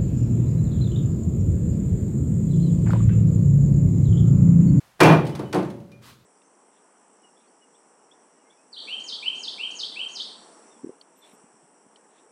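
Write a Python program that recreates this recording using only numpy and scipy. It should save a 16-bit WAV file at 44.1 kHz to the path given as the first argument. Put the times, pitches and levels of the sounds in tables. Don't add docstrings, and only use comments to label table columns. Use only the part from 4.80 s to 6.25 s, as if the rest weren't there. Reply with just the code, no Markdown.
import sys
import numpy as np
from scipy import signal
from scipy.fft import rfft, irfft
from scipy.io import wavfile

SR = 44100
rng = np.random.default_rng(int(sys.argv[2]) if len(sys.argv) > 2 else 0)


def wav_out(sig):
    wavfile.write(sys.argv[1], SR, np.round(np.clip(np.atleast_2d(sig).T, -1, 1) * 32767).astype(np.int16))


N = 63945
TIME = np.arange(N) / SR


def from_db(db):
    return 10 ** (np.asarray(db) / 20)


def rms_one(x):
    return x / np.sqrt(np.mean(x ** 2) + 1e-20)


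def at_hz(points, hz):
    f, value = np.transpose(points)
    return np.interp(np.log(np.maximum(hz, 1)), np.log(f), value)


def swell(rows):
    return from_db(np.interp(TIME, *np.transpose(rows)))


def coloured(x, spectrum):
    bins_hz = np.arange(N // 2 + 1) * SR / N
    return rms_one(irfft(rfft(x) * from_db(at_hz(spectrum, bins_hz)), N))


def drift(rate):
    return np.interp(TIME * rate, np.arange(N), rng.standard_normal(N))


def grains(spread_db):
    return rng.standard_normal(N) * from_db(spread_db * drift(2500))


def struck(s, rise_s, t60):
    age = np.maximum(TIME - s, 0)
    return (1 - np.exp(-age / rise_s)) * np.exp(-np.log(1000) * age / t60)


# [f/Hz, level/dB per Hz]
RUMBLE_SPECTRUM = [(25, -15.5), (70, -6.5), (125, -2), (200, -8), (500, -16.5), (1500, -15.5),
                   (8000, -44.5)]
# [t/s, level/dB]
HISS_LEVEL = [(0, -58), (.08, -60), (.16, -63.5), (.7, -59.5), (1.45, -72)]
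# [f/Hz, level/dB per Hz]
HISS_SPECTRUM = [(100, -8), (800, 6), (2000, 0), (5000, -4.5), (10000, -8.5), (15000, -14)]
RUMBLE_DB = -66


def background():
    low, high = rng.standard_normal((2, N))
    rumble = from_db(RUMBLE_DB) * coloured(low, RUMBLE_SPECTRUM)
    return rumble + swell(HISS_LEVEL) * coloured(high, HISS_SPECTRUM)


SETTLE_S, SETTLE_RAMP_S, SETTLE_LOSS_DB = 0.34, .07, 2


def damping(s):
    settled = np.clip((TIME - SETTLE_S) / SETTLE_RAMP_S, 0, 1)
    return from_db(-SETTLE_LOSS_DB * (s < SETTLE_S) * settled)


# [t/s, knock level/dB (not played), clang level/dB, boom level/dB, crack level/dB,
# hardness f/Hz, place from 0 floor to 1 side wall]; boom and cracks below play it too
BRICK_BLOWS = [(0.193, -38, -31.5, -46, -44, 910, 0.97), (0.2029, 6, -6, -22, -12, 2630, 0.25),
               (0.2105, -3, -19, -4.5, -19.5, 2780, 0.51), (0.2306, -22.5, -8.5, -12, -11.5, 3466, 1),
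               (0.249, -4, -13.5, -5.5, -45, 2000, 0.33), (0.288, -14, -15.5, -20, -40.5, 2000, 0),
               (0.2985, 8, -20.5, -7.5, -43, 1697, 0.067), (0.3235, -13.5, -17.5, -9.5, -30.5, 1300, 0.039),
               (0.472, -46, -31, -32.5, -40, 89.3, 0), (0.551, -8, -38, -48, -32.5, 2560, 1),
               (0.592, -32, -28, -27, -36, 556, 1), (0.731, -21, -21.5, -27.5, -40, 1390, 1),
               (0.744, -17, -25, -28, -30.5, 1230, 1), (0.758, -16, -28.5, -17, -37, 970, 0.92),
               (0.978, -44, -56, -41, -75, 207, 0.72), (1.116, -49, -61, -59, -48.5, 890, 0.74)]
# [f/Hz, level/dB per Hz]
CLANG_SPECTRUM = [(30, -35), (60, -9.5), (90, -2.5), (125, 2), (170, 3.5), (230, -1.5), (330, 2),
                  (600, -0.5), (950, -1.5), (1500, -8), (2500, -13.5), (3500, -18), (7000, -31.5),
                  (15000, -31.5)]
# [f/Hz, t60/s]
CLANG_DECAY = [(50, 1.0), (130, 1), (300, 0.73), (600, 0.5), (1200, 0.41), (3000, 0.46), (8000, 0.29),
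               (15000, 0.19)]
CLANG_BLOOM_CYCLES, CLANG_BLOOM_MAX_S = 3.0, .02
BASS_TAIL_DB, BASS_TAIL_T60_S, BASS_TAIL_HZ = -7, 1.78, 191
BASS_CUT_SHARE = 0.11


def clang():
    edges = np.geomspace(28, 17000, 25)
    centres = np.sqrt(edges[1:] * edges[:-1])
    gains = from_db(at_hz(CLANG_SPECTRUM, centres)) * np.sqrt(np.diff(edges))
    gains = gains / np.linalg.norm(gains)
    white = rng.standard_normal((2, N + SR // 2))
    out = 0
    for k, hz in enumerate(centres):
        band_filter = signal.butter(3, edges[k:k + 2], "band", fs=SR, output="sos")
        band = signal.sosfilt(band_filter, white[k % 2])[-N:]
        bloom_s = min(CLANG_BLOOM_CYCLES / hz, CLANG_BLOOM_MAX_S)
        tail_gain = from_db(BASS_TAIL_DB) / (1 + (hz / BASS_TAIL_HZ) ** 2)
        tail = tail_gain * struck(0, bloom_s, BASS_TAIL_T60_S)
        power_shape = struck(0, bloom_s, at_hz(CLANG_DECAY, hz)) ** 2 + tail ** 2
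        power = np.zeros(N)
        for s, _, db, _, _, hard_hz, _ in BRICK_BLOWS:
            start = int(s * SR)
            rolloff = 1 + (hz / hard_hz) ** 2 + (BASS_CUT_SHARE * hard_hz / hz) ** 2
            ringing = power_shape[:N - start] * damping(s)[start:] ** 2
            power[start:] += from_db(db) ** 2 / rolloff * ringing
        out = out + gains[k] * rms_one(band) * np.sqrt(power)
    return out


def built_up(levels_db, shape):
    power = np.zeros(N)
    for blow, db in zip(BRICK_BLOWS, levels_db):
        start = int(blow[0] * SR)
        power[start:] += (from_db(db) * shape[:N - start] * damping(blow[0])[start:]) ** 2
    return np.sqrt(power)


# [f/Hz, level/dB struck on the floor, level/dB struck on the side wall, t60/s]
PANEL_MODES = [(121.97, -28.5, -18.5, 1.5), (142, -13.5, -24.5, 0.98), (158.9, 5, -18.5, 0.33),
               (184.4, -22, -4, 0.45), (211.1, -30, -16.5, 1.16), (301.2, -9, -2.5, 0.35),
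               (334.1, -15, -11, 0.47), (362.9, -18.5, -4, 0.44), (463.5, -11, -5, 0.19),
               (544, -17.5, -26, 0.19), (570, -35.5, -17.5, 0.92), (617.5, -14, -21.5, 0.16),
               (676.4, -14.5, -17, 0.36), (749, -20, -10.5, 0.16), (887.3, -18, -16, .4),
               (932.3, -14.5, -12.5, 0.13), (1034, -22, -19.5, 0.3), (1200.5, -26.5, -29.5, 0.45),
               (1650, -23, -31, 0.1)]
MODE_BLOOM_CYCLES, MODE_WAVER_DB = 0.83, 2


def boom():
    boom_db, place = np.array(BRICK_BLOWS)[:, 3], np.array(BRICK_BLOWS)[:, 6]
    out = 0
    for hz, floor_db, wall_db, t60 in PANEL_MODES:
        mode_db = floor_db + place * (wall_db - floor_db)
        level = built_up(boom_db + mode_db, struck(0, MODE_BLOOM_CYCLES / hz, t60))
        waver = from_db(MODE_WAVER_DB * drift(40))
        tone = np.sin(2 * np.pi * (hz * TIME + rng.random()))
        out = out + level * waver * tone
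    return out


# [t/s, level/dB]
EDGE_CHIPS = [(0.450, -38), (0.466, -35.5), (0.492, -38), (0.727, -27.5), (0.827, -40.5), (0.848, -46),
              (0.8995, -41.5), (0.9995, -54.5)]
# [f/Hz, level/dB per Hz]
CRACK_SPECTRUM = [(100, -18.5), (600, 11), (1500, 4.5), (3000, 5), (5000, 2), (7000, -4), (10000, -4),
                  (15500, -16.5)]
CRACK_S, CRACK_GRAIN_DB = 0.0064, 2.5
CRACK_ROOM_DB, CRACK_ROOM_T60_S = -4, 0.37


def cracks():
    contacts = [(row[0], row[4]) for row in BRICK_BLOWS] + list(EDGE_CHIPS)
    force = sum(from_db(db) * struck(s, 0.0022, CRACK_S * np.log(1000)) for s, db in contacts)
    direct = force * coloured(grains(CRACK_GRAIN_DB), CRACK_SPECTRUM)
    walls = rng.standard_normal(N) * struck(0.001, 0.0023, CRACK_ROOM_T60_S)
    answer = signal.fftconvolve(direct, walls / np.linalg.norm(walls))[:N]
    return direct + from_db(CRACK_ROOM_DB) * answer


# [t/s, pitch f/Hz, level/dB]
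BRICK_CLINKS = [(0.212, 2403, -15), (0.222, 2330, -17), (0.234, 2690, -19.5), (0.275, 2412, -22),
                (0.291, 2472, -24.5), (0.325, 2390, -27), (0.52, 3015, -50), (0.653, 3000, -51),
                (1.119, 2420, -51)]
CLINK_T60_S, CLINK_RISE_S, OVERTONE_RATIO, OVERTONE_DB = 0.29, 0.0047, 2.4, -22


def clinks():
    out = 0
    for s, hz, db in BRICK_CLINKS:
        phase = 2 * np.pi * hz * (TIME - s) + .5 * drift(100)
        tone = np.sin(phase) + from_db(OVERTONE_DB) * np.sin(OVERTONE_RATIO * phase)
        unsteady = from_db(db + 0.76 * drift(120))
        out = out + unsteady * struck(s, CLINK_RISE_S, CLINK_T60_S) * tone
    return out


# [t/s, level/dB]
SCUFF_LEVEL = [(1.19, -107.5), (1.225, -55.5), (1.265, -50), (1.3, -50), (1.33, -55), (1.38, -63.5),
               (1.45, -67.5)]
# [f/Hz, level/dB per Hz]
SCUFF_SPECTRUM = [(200, -12), (700, -6.5), (1150, 4), (2000, -4), (4000, -1.5), (6000, -8), (10000, -11.5),
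                  (15000, -16)]


def scuff():
    drag = swell(SCUFF_LEVEL) * from_db(0.89 * drift(140))
    return drag * coloured(grains(0), SCUFF_SPECTRUM)


def scene():
    return (clang() + boom() + clinks() + cracks() + scuff() + background())[None]


THRESHOLD_DB, ATTACK_S, RECOVER_DB_PER_S = -0.5, 0.0069, 90
TOP, CUTOFF_HZ = .95, 15800


def record(dry):
    over = np.maximum(20 * np.log10(np.abs(dry[0]) + 1e-9) - THRESHOLD_DB, 0)
    recovery = RECOVER_DB_PER_S * TIME
    held = np.maximum.accumulate(over + recovery) - recovery
    keep = np.exp(-1 / (ATTACK_S * SR))
    reduction_db = signal.lfilter([1 - keep], [1, -keep], held)
    limited = dry * from_db(-reduction_db)
    rounded = limited / (1 + (limited / TOP) ** 6) ** (1 / 6)
    return signal.sosfilt(signal.ellip(10, .2, 80, CUTOFF_HZ, fs=SR, output="sos"), rounded)


dry = scene()
out = record(dry)
wav_out(out)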